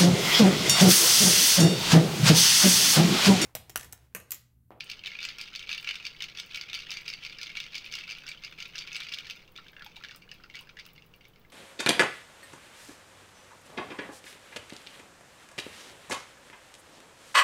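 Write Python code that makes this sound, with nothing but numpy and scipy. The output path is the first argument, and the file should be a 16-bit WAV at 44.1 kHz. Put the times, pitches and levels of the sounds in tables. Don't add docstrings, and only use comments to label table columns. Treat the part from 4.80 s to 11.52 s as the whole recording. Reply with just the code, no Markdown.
import sys
import numpy as np
from scipy import signal
from scipy.fft import rfft, irfft
from scipy.io import wavfile
from scipy.ndimage import uniform_filter1d

SR = 44100
rng = np.random.default_rng(int(sys.argv[2]) if len(sys.argv) > 2 else 0)


def dump_mix(stems):
    frames = np.atleast_2d(stems).T
    limited = np.clip(frames, -1, 1)
    pcm = np.round(limited * 32767).astype(np.int16)
    wavfile.write(sys.argv[1], SR, pcm)


N = 296352


def gain_of(db):
    return 10 ** (np.asarray(db) / 20)


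def evened(x):
    return x / np.sqrt(np.mean(x ** 2) + 1e-20)


def peaked(x):
    return x / (abs(x).max() + 1e-20)


def read(points, hz):
    f, value = np.transpose(points)
    return np.interp(np.log(hz + 1), np.log(f + 1), value)


def add(mix, s, sound):
    part = mix[round(s * SR):][:len(sound)]
    part += sound[:len(part)]


def colour(x, points):
    hz = abs(np.fft.fftfreq(4096, 1 / SR))
    log_gain = np.log(gain_of(read(points, hz)))
    taps = np.fft.ifft(np.exp(np.conj(signal.hilbert(log_gain)))).real[:2048]
    return signal.oaconvolve(x, taps)[:len(x)]


def ring(t, hz, t60, rise, glide=0):
    fade = gain_of(-60 * t / t60) * (1 - np.exp(-t / rise))
    return fade * np.sin(2 * np.pi * hz * t * (1 + glide * t))


# pitch in Hz, relative level in dB.
HUM_TONE = [(12, 3), (33, -2.5), (75, -10), (157, -3.5), (242, -12.5), (503, -13), (700, -19.5),
            (1200, -18.5), (3000, -29.5), (5000, -34), (9300, -41), (16000, -39.5)]


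def hum():
    hz = np.fft.rfftfreq(N, 1 / SR)
    noise = irfft(rfft(rng.standard_normal(N)) * gain_of(read(HUM_TONE, hz)), N)
    return gain_of(-60.5) * evened(noise)


# time in seconds, peak level in dB before later filters.
VIGOUR = [(0, -39.5), (1.1, -42), (1.7, -40), (3.3, -42.5), (3.7, -42.5), (4.4, -32), (4.65, -67),
          (5.2, -60), (6.0, -66), (6.72, -59)]


def vigour_db(s):
    return np.interp(s, *np.transpose(VIGOUR))


def slackness_db(s):
    full_shake_db = -45.5
    return np.minimum(vigour_db(s) - full_shake_db, 0)


def lesser_blows():
    per_s, spread_db = 28, 7
    slots = np.arange(0, N / SR - .1, 1 / per_s)
    when, size, low, high, hard = rng.random((len(slots), 5)).T
    s = slots + when / per_s
    peak_db = vigour_db(s) + spread_db * (2 * size - 1)
    low_hz = 2200 + (3100 - 2200) * low
    high_hz = 3440 + (4700 - 3440) * high
    high_db = -19 + (-8 + 19) * hard
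    return np.transpose([s, peak_db, low_hz, high_hz, high_db])


# start in seconds, peak level in dB
# before the snap and later filters, lower and upper pitch of the ice knock in Hz,
# upper level relative to the lower in dB before a fixed lift.
CLEAR_BLOWS = [(0.0059, -23.5, 2460, 4300, -6.5), (0.0985, -24.5, 2430, 4370, -3),
               (0.1147, -25, 2770, 4300, 1), (0.2371, -30, 2600, 3830, -13), (0.2596, -24, 2500, 3800, -3),
               (0.2688, -24.5, 3100, 3530, -8), (0.274, -24.5, 2630, 3570, -10),
               (0.317, -29, 2180, 4580, -12), (0.3345, -33, 2200, 3770, -15),
               (0.3516, -27.5, 2440, 3460, -19), (0.3885, -25, 2540, 3480, -20),
               (0.4041, -28.5, 2580, 3450, -6), (0.4126, -32, 2930, 3470, -8),
               (0.4288, -22, 2680, 4620, -6), (0.4397, -27.5, 2620, 4620, 1), (0.451, -21, 2450, 4930, -6),
               (0.488, -25, 2340, 4600, -5), (0.584, -29.5, 2660, 3350, 6), (0.6022, -29, 2350, 4620, -6),
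               (0.6128, -24.5, 2330, 4800, -1.5), (0.6387, -33, 2800, 4770, -6),
               (0.684, -35, 2770, 3420, -8), (0.7508, -28, 2400, 3850, -1), (0.7592, -23.5, 2520, 4520, 0),
               (0.7934, -29, 2310, 3400, 2), (0.8271, -29, 2730, 3830, -8),
               (0.8917, -19.5, 2400, 3780, -12), (0.915, -20.5, 2540, 4620, -11),
               (0.9282, -19.5, 2910, 3630, -5), (0.9359, -30, 2660, 4620, -10),
               (0.9465, -24, 2300, 3490, -7), (0.9787, -24, 2760, 4570, -13),
               (0.9977, -30.5, 3000, 3690, -7), (1.0271, -34, 2430, 3520, -11),
               (1.0452, -25.5, 2360, 3370, -7), (1.0736, -21.5, 2620, 3480, -17),
               (1.0893, -16.5, 2260, 4700, -9), (1.1099, -20.5, 2400, 3360, -7),
               (1.155, -25, 2400, 3540, -1), (1.1997, -33, 2800, 3430, -8), (1.2471, -31, 2500, 5200, -17),
               (1.252, -26.5, 2610, 4640, 0), (1.2621, -28, 2950, 3450, -12),
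               (1.2665, -22, 2350, 4700, -4.5), (1.405, -24.5, 3020, 4100, -9),
               (1.4222, -22, 2580, 3470, 5), (1.44, -28.5, 2560, 4300, 6), (1.4985, -36.5, 2440, 3630, -4),
               (1.5727, -26, 3400, 5550, -3), (1.586, -31, 3330, 3400, 4), (1.599, -22, 2310, 4750, 2),
               (1.711, -30.5, 2530, 3530, -9), (1.7458, -23, 3010, 3570, -4),
               (1.7576, -24.5, 2950, 3370, 3), (1.7733, -23, 2280, 4800, -15),
               (1.8117, -22, 2190, 4600, -5), (1.8877, -30.5, 2540, 3280, -17),
               (1.8987, -28, 2400, 3800, -9), (1.931, -24.5, 2310, 3540, 0), (1.9416, -24.5, 3000, 3230, 2),
               (1.9476, -22.5, 2490, 4700, -2), (1.962, -33, 2360, 4340, -4), (1.9895, -26, 2730, 4620, -8),
               (2.0037, -31.5, 2700, 3760, -1), (2.0208, -32, 2220, 4150, -8),
               (2.068, -34.5, 2860, 3330, -8), (2.1053, -23.5, 2300, 5290, 3), (2.1155, -23, 2260, 3830, 5),
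               (2.1272, -36, 2400, 4620, 4), (2.139, -30, 2350, 4400, 8), (2.1698, -23.5, 2230, 4540, -4),
               (2.258, -33, 2310, 3300, -1), (2.2796, -20, 2410, 4850, -9), (2.2887, -28.5, 2680, 4560, 7),
               (2.301, -23, 2310, 5220, -9), (2.3365, -23.5, 2180, 4600, -5), (2.4367, -33, 3050, 5540, -4),
               (2.4492, -25, 2540, 4330, -4), (2.4632, -26, 2310, 4740, -7), (2.4965, -31, 2280, 4750, -9),
               (2.5246, -30, 2420, 3370, -12), (2.586, -28.5, 2350, 4850, -8),
               (2.6138, -23, 2400, 3800, -4), (2.6307, -23.5, 2320, 4980, 0.5),
               (2.6684, -27, 2230, 3500, -7), (2.6936, -31, 2220, 3470, -10),
               (2.7015, -29, 2240, 4060, -18), (2.7696, -22, 2310, 3860, -3),
               (2.802, -21, 2640, 3480, -7.5), (2.8392, -33, 2420, 3940, -3), (2.8639, -37, 2840, 3500, -9),
               (2.9214, -38, 2440, 4610, -4), (2.9444, -26.5, 2580, 5400, -13),
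               (2.9531, -23, 2250, 4750, 6), (2.9636, -27.5, 3000, 4730, -4), (2.9803, -26, 2340, 4640, 3),
               (3.0434, -31, 2370, 4150, -13), (3.0617, -27.5, 2540, 3500, -11),
               (3.0974, -36.5, 2300, 3800, -15), (3.1137, -35, 3000, 4450, 1),
               (3.1245, -25.5, 2400, 6100, -4), (3.138, -22, 2260, 5270, -9), (3.1527, -20, 2950, 4700, -3),
               (3.187, -24.5, 2240, 4600, -8), (3.2094, -31, 2680, 3480, -13),
               (3.236, -31.5, 2620, 4370, -15), (3.2779, -32.5, 2320, 4730, -6),
               (3.2922, -27, 2360, 4620, -13), (3.3, -26.5, 2640, 4620, -8),
               (3.3091, -26.5, 2910, 4620, -3), (3.3191, -24, 2270, 4880, -8), (3.35, -35, 2820, 4640, -7),
               (3.384, -34.5, 2440, 3300, -8), (3.436, -37, 2370, 4700, -4), (3.4663, -30, 2780, 5600, -5),
               (3.4788, -28, 2750, 4450, -8), (3.49, -25.5, 2310, 5030, -10),
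               (3.5152, -27.5, 2370, 3970, -9), (3.6365, -29, 2590, 4920, -9),
               (3.6476, -27, 2200, 4840, -2), (3.724, -34.5, 2600, 3480, -11),
               (3.8027, -24, 2770, 3610, -6.5), (3.825, -28, 2340, 4800, 0), (3.8553, -28, 2540, 3670, -9),
               (3.9558, -25.5, 2700, 5610, -8), (3.9812, -27, 2800, 3570, 4.5),
               (3.9881, -23.5, 2840, 4730, -1), (4.02, -33, 2250, 3670, -2),
               (4.0737, -28.5, 2640, 3640, -5), (4.13, -28, 2680, 5970, -4), (4.1462, -27, 2200, 5000, -1),
               (4.1558, -24, 2870, 4960, -4), (4.1646, -24, 2760, 5020, -1.5),
               (4.203, -23.5, 2770, 3800, -0.5), (4.2341, -27, 2780, 4160, -7),
               (4.2916, -29.5, 2360, 4930, -4), (4.3232, -26, 2290, 4600, 0), (4.3373, -24, 3000, 3520, 6),
               (4.3442, -31, 2190, 4850, 8), (4.3858, -23.5, 2910, 3800, -3), (4.4682, -38, 2330, 3620, 9),
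               (4.4988, -30.5, 2920, 3650, 8), (4.5084, -25, 2600, 4830, -4.5),
               (4.592, -48, 2540, 3700, -8), (4.6184, -54, 2780, 3520, -6), (4.6773, -45, 2780, 3480, -6),
               (4.7554, -41, 2290, 3520, -20), (4.7618, -32.5, 2200, 3480, -2),
               (4.7762, -32.5, 2870, 3800, -6), (4.8439, -48, 3010, 3320, -1),
               (4.8669, -43.5, 3150, 3300, -8), (4.883, -38, 2800, 3600, -3), (4.9322, -48, 2100, 3430, -4),
               (4.965, -39.5, 2740, 3450, -21), (4.9949, -39, 2700, 3400, -7),
               (5.0221, -37.5, 3260, 4200, -6), (5.0454, -37.5, 2540, 3500, -4),
               (5.0628, -32.5, 2440, 3300, -3.5), (5.1172, -47, 2600, 5690, -12),
               (5.1595, -38, 2660, 3800, -4), (5.1652, -32.5, 2820, 3710, -3), (5.201, -45, 2180, 3840, -6),
               (5.2376, -33, 1930, 3750, -2), (5.2475, -30.5, 1970, 3560, -6),
               (5.2854, -34, 2830, 3450, -5), (5.31, -33, 2780, 3440, -6), (5.347, -38.5, 2820, 4920, -4),
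               (5.3598, -43, 3250, 3500, -5), (5.4202, -41.5, 2770, 3560, -8),
               (5.4909, -41, 2940, 3780, -16), (5.5149, -30, 2860, 5040, -6.5),
               (5.637, -37, 2730, 4850, -12), (5.6989, -34.5, 2170, 3430, -14),
               (5.7402, -38, 2040, 3380, -10), (5.746, -31, 2010, 3300, -21), (5.754, -32, 2190, 3520, 5),
               (5.7672, -32, 2220, 3400, -7), (5.7903, -32, 2900, 3480, -8), (5.871, -48, 2700, 6000, -13),
               (5.8916, -37, 2340, 3770, -16), (5.9693, -35, 1960, 3320, -11),
               (5.989, -32, 2010, 3370, -13), (5.9959, -32, 2190, 4860, -1), (6.0529, -39.5, 2860, 4100, 6),
               (6.0882, -44.5, 2910, 3530, -8), (6.1528, -53, 3020, 3300, -6),
               (6.1599, -45, 2800, 3400, -4), (6.179, -37.5, 2170, 4300, -17),
               (6.2216, -42, 2800, 3380, -11), (6.3377, -43, 2840, 3200, -8), (6.4086, -44, 2200, 3250, -9),
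               (6.4435, -48, 2180, 3300, -10), (6.4523, -39, 2200, 3200, -10),
               (6.5365, -56, 3090, 3420, -9.5), (6.559, -46, 2200, 3950, -11),
               (6.6485, -45.5, 2060, 3320, -34), (6.7002, -50, 3120, 3990, -4)]


def all_blows():
    return np.vstack([CLEAR_BLOWS, lesser_blows()])


# pitch in Hz, gain in dB.
SNAP_TONE = [(800, -26), (1900, -17.5), (2600, 5.5), (6300, -0.5), (7100, -13), (10000, -18.5),
             (16000, -27.5)]


def snap(blows, t60):
    fade = gain_of(-60 * np.arange(600) / SR / t60)
    envelope = signal.oaconvolve(blows, fade)[:N]
    return colour(envelope * rng.standard_normal(N), SNAP_TONE)


# pitch in Hz before the ice shifts it, relative level in dB, time to drop 60 dB in seconds.
GLASS = [(1420, 2, 0.023), (1690, 1, 0.024), (2190, -9.5, 0.14), (2310, -1, 0.089), (2540, -8.5, 0.057),
         (2770, -8, 0.1), (2986, 3.5, 0.015), (3213, -8, 0.017), (3480, 0.5, 0.013), (3780, -13.5, 0.059),
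         (4300, -14.5, 0.063), (4620, -11.5, 0.087), (5000, -0.5, 0.016), (6100, -38, 0.007),
         (6165, -9.5, 0.011), (2400, -22, 0.059)]


def clinks(hits):
    out, snaps, t = np.zeros(N), np.zeros(N), np.arange(3500) / SR
    hz, db, t60 = np.transpose(GLASS)
    loads = 1 + .012 * rng.standard_normal((8, len(GLASS), 1))
    modes = ring(t, hz[:, None] * loads, t60[:, None], 0.00037)
    leaning = rng.integers(0, len(loads), len(hits))
    spots = rng.standard_normal((len(hits), len(GLASS)))
    for (s, peak_db, low_hz, high_hz, high_db), spot, k in zip(hits, spots, leaning):
        near_low = gain_of(-25 * abs(np.log2(hz / low_hz)))
        near_high = gain_of(high_db + 29.0 - 15.4 * abs(np.log2(hz / high_hz)))
        shares = np.sign(spot) * gain_of(db + 3.6 * spot) * (near_low + near_high)
        glass = shares @ modes[k]
        low_t60 = 0.014 * gain_of(-.3 * min(high_db, 0))
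        low_knock = ring(t, low_hz, low_t60, 0.00088)
        high_knock = gain_of(high_db + 7.5) * ring(t, high_hz, 0.007, 0.00037)
        blow = peaked(low_knock + high_knock) + gain_of(-2.0) * peaked(glass)
        add(out, s, gain_of(peak_db) * peaked(blow))
        add(snaps, s + .0005, gain_of([peak_db + .6 * high_db - 2]))
    return out + snap(snaps, 0.018)


# pitch in Hz, gain in dB.
TOUCH_TONE = [(1000, -52), (1400, -15), (1950, -6), (2250, 5), (4600, -4.5), (6300, -16.5), (7000, -46)]


def jostle(hits):
    blows, t = np.zeros(N), np.arange(12000) / SR
    for s, peak_db, *_, high_db in hits:
        add(blows, s, gain_of([peak_db + .3 * min(high_db, 0) - 17]) ** 2)
    settling = gain_of(-60 * t / 0.073) * (1 - np.exp(-t / 0.0018)) + gain_of(-11.0 - 60 * t / 0.29)
    upcoming = uniform_filter1d(blows, size=900, origin=-449) * 900
    slide_gain = gain_of(-3.5 + 0.91 * slackness_db(np.arange(N) / SR))
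    sliding = slide_gain ** 2 * upcoming
    unrest = np.sqrt(abs(signal.oaconvolve(blows, settling)[:N] + sliding))

    happens = rng.random(N) < 600 / SR
    size = gain_of(4.2 * np.minimum(rng.exponential(1, N), 3)) * happens
    pitches = np.geomspace(1000, 7000, num=24)
    kinds = rng.integers(0, len(pitches), (3, N))
    tones = np.zeros(N)
    for k, hz in enumerate(pitches):
        touch = ring(t[:1500], hz, 35 / hz, 0.001)
        struck = size * (kinds == k).any(axis=0)
        sound = signal.oaconvolve(struck, touch / np.linalg.norm(touch))[:N]
        tones += gain_of(read(TOUCH_TONE, hz)) * sound
    hz, db, t60 = np.transpose(GLASS)
    glass_ring = gain_of(db) @ ring(t[:5000], hz[:, None], t60[:, None], 0.00047)
    rung = signal.oaconvolve(size, glass_ring)[:N]
    hiss = snap(size, 0.0061)
    touches = evened(tones) + gain_of(-11) * evened(rung) + gain_of(-9.5) * evened(hiss)
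    return unrest * evened(touches)


# pitch in Hz, gain in dB.
DULLING = [(1500, -1.5), (1950, -5), (2280, -4), (2600, -3.5)]


def dulled(x):
    return colour(x, DULLING)


# start in seconds, peak level in dB before later filters.
TICKS = [(0.0434, -41), (0.1, -42.5), (0.2797, -46), (0.4512, -32), (0.5846, -41), (0.613, -38.5),
         (0.9777, -46), (1.0106, -46), (1.0286, -45), (1.269, -44), (1.5985, -40), (1.663, -45.5),
         (1.7712, -41), (1.95, -39), (2.1051, -55), (2.215, -48), (2.6299, -51), (2.801, -44),
         (3.0535, -47), (3.1213, -47), (3.1533, -39), (3.386, -51), (3.4889, -35.5), (3.709, -53),
         (3.8801, -50), (4.165, -35.5), (4.2028, -60), (4.3855, -51), (4.51, -45), (4.56, -48),
         (4.721, -51), (4.919, -51), (5.0469, -45), (5.166, -50), (5.3613, -37), (5.541, -47),
         (5.7917, -50), (5.8098, -39), (6.0645, -44), (6.134, -47.5), (6.2643, -50.5), (6.3625, -50),
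         (6.4844, -50), (6.5979, -56), (6.7037, -52)]
# pitch in Hz, gain in dB before the lower treble is adjusted.
LINK_TONE = [(4000, -23.5), (8000, -9), (11000, -23), (17000, -25)]


def wristband():
    out, t = np.zeros(N), np.arange(400) / SR
    hz, db = np.transpose(LINK_TONE)
    noises = rng.standard_normal((len(TICKS), 400))
    for (s, peak_db), noise in zip(TICKS, noises):
        lower_treble_db = 1.3 * (peak_db + 37.5) + 0.53 * slackness_db(s)
        shape = np.transpose([hz, db + lower_treble_db * (hz < 10000)])
        tick = colour(noise * gain_of(-60 * t / 0.0059), shape)
        add(out, s, gain_of(peak_db) * peaked(tick))
    return out


# start in seconds, peak level in dB before later filters, starting pitch in Hz.
GURGLES = [(0.3166, -46, 1710), (0.4273, -44, 1390), (0.7228, -47, 1420), (1.2, -49, 1400),
           (1.8304, -47, 1410), (1.9306, -43, 1810), (2.0684, -43, 1800), (2.5916, -43.5, 1770),
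           (2.7692, -44, 1710), (3.279, -44, 1430), (3.3763, -48, 1420), (3.438, -45, 1500),
           (3.462, -43, 1500), (3.5459, -48, 1410), (3.724, -46.5, 1450), (3.9533, -40, 1670),
           (4.05, -47.5, 1400), (4.467, -44.5, 1780), (4.7862, -40, 1320), (4.864, -48.5, 1630),
           (4.9316, -48.5, 1620), (4.9658, -42, 1650), (4.9842, -47, 1610), (4.999, -47, 1680),
           (5.0091, -40.5, 1680), (5.021, -39, 1430), (5.0623, -44, 855), (5.17, -49.5, 870),
           (5.2103, -46, 1340), (5.2368, -41, 1676), (5.248, -37.5, 1620), (5.2945, -44, 1780),
           (5.3156, -43.5, 1460), (5.348, -48, 1320), (5.478, -51, 1580), (5.5155, -45.5, 1860),
           (5.6, -49, 1400), (5.641, -42.5, 1420), (5.778, -49, 1420), (5.8093, -50, 980),
           (5.872, -49, 1620), (5.894, -50, 1420), (5.9696, -44, 1690), (5.9847, -56, 1610),
           (6.0634, -50.5, 1410)]


def gurgles():
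    out, t = np.zeros(N), np.arange(5000) / SR
    for s, peak_db, hz in GURGLES:
        t60 = 30.5 / hz
        pocket = ring(t, hz, t60, 0.00089, glide=1.8)
        neighbour = gain_of(-5) * ring(t, 1.07 * hz, t60, 0.003)
        overtone = gain_of(-2.0) * ring(t, 0.88 * hz + 650, 0.46 * t60, 0.00062)
        add(out, s, gain_of(peak_db) * peaked(pocket + neighbour + overtone))
    return out


# pitch in Hz, time to drop 60 dB in seconds.
ROOM_FADE = [(800, 0.14), (2500, 0.1), (6000, 0.14), (14000, 0.091)]


def room(x):
    at, t, out = np.arange(120, SR // 3 - 20, 20), np.arange(N) / SR, np.zeros(N)
    for k in range(3):
        taps = np.zeros(SR // 3)
        taps[at + rng.integers(0, 20, len(at))] = rng.choice([-1., 1.], len(at))
        hz, lag, bands = signal.stft(taps, SR, nperseg=256)
        fade = gain_of(-60 * lag / read(ROOM_FADE, hz)[:, None])
        tail = signal.istft(bands * fade, SR, nperseg=256)[1]
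        share = np.sqrt(2 / 3) * np.cos(2 * np.pi * (4.3 * t + k / 3))
        out += signal.oaconvolve(x * share, tail / np.linalg.norm(tail))[:N]
    return out


def scene():
    hits = all_blows()
    glass = dulled(clinks(hits) + jostle(hits))
    air = gurgles()
    band = wristband()
    echo = room(gain_of(-8.0) * glass + gain_of(-2.5) * air + gain_of(-4) * band)
    return (glass + air + band + echo + hum())[None]


# pitch in Hz, gain in dB.
MICROPHONE = [(9000, 1), (11600, -2), (12900, 8), (14000, 0.5), (15400, 11)]


def record(dry):
    heard = colour(dry[0], MICROPHONE)[None]
    low_pass = signal.firwin(511, 15780, window=("kaiser", 9), fs=SR)
    return signal.oaconvolve(heard, low_pass[None], "same")


dry = scene()
out = record(dry)
dump_mix(out)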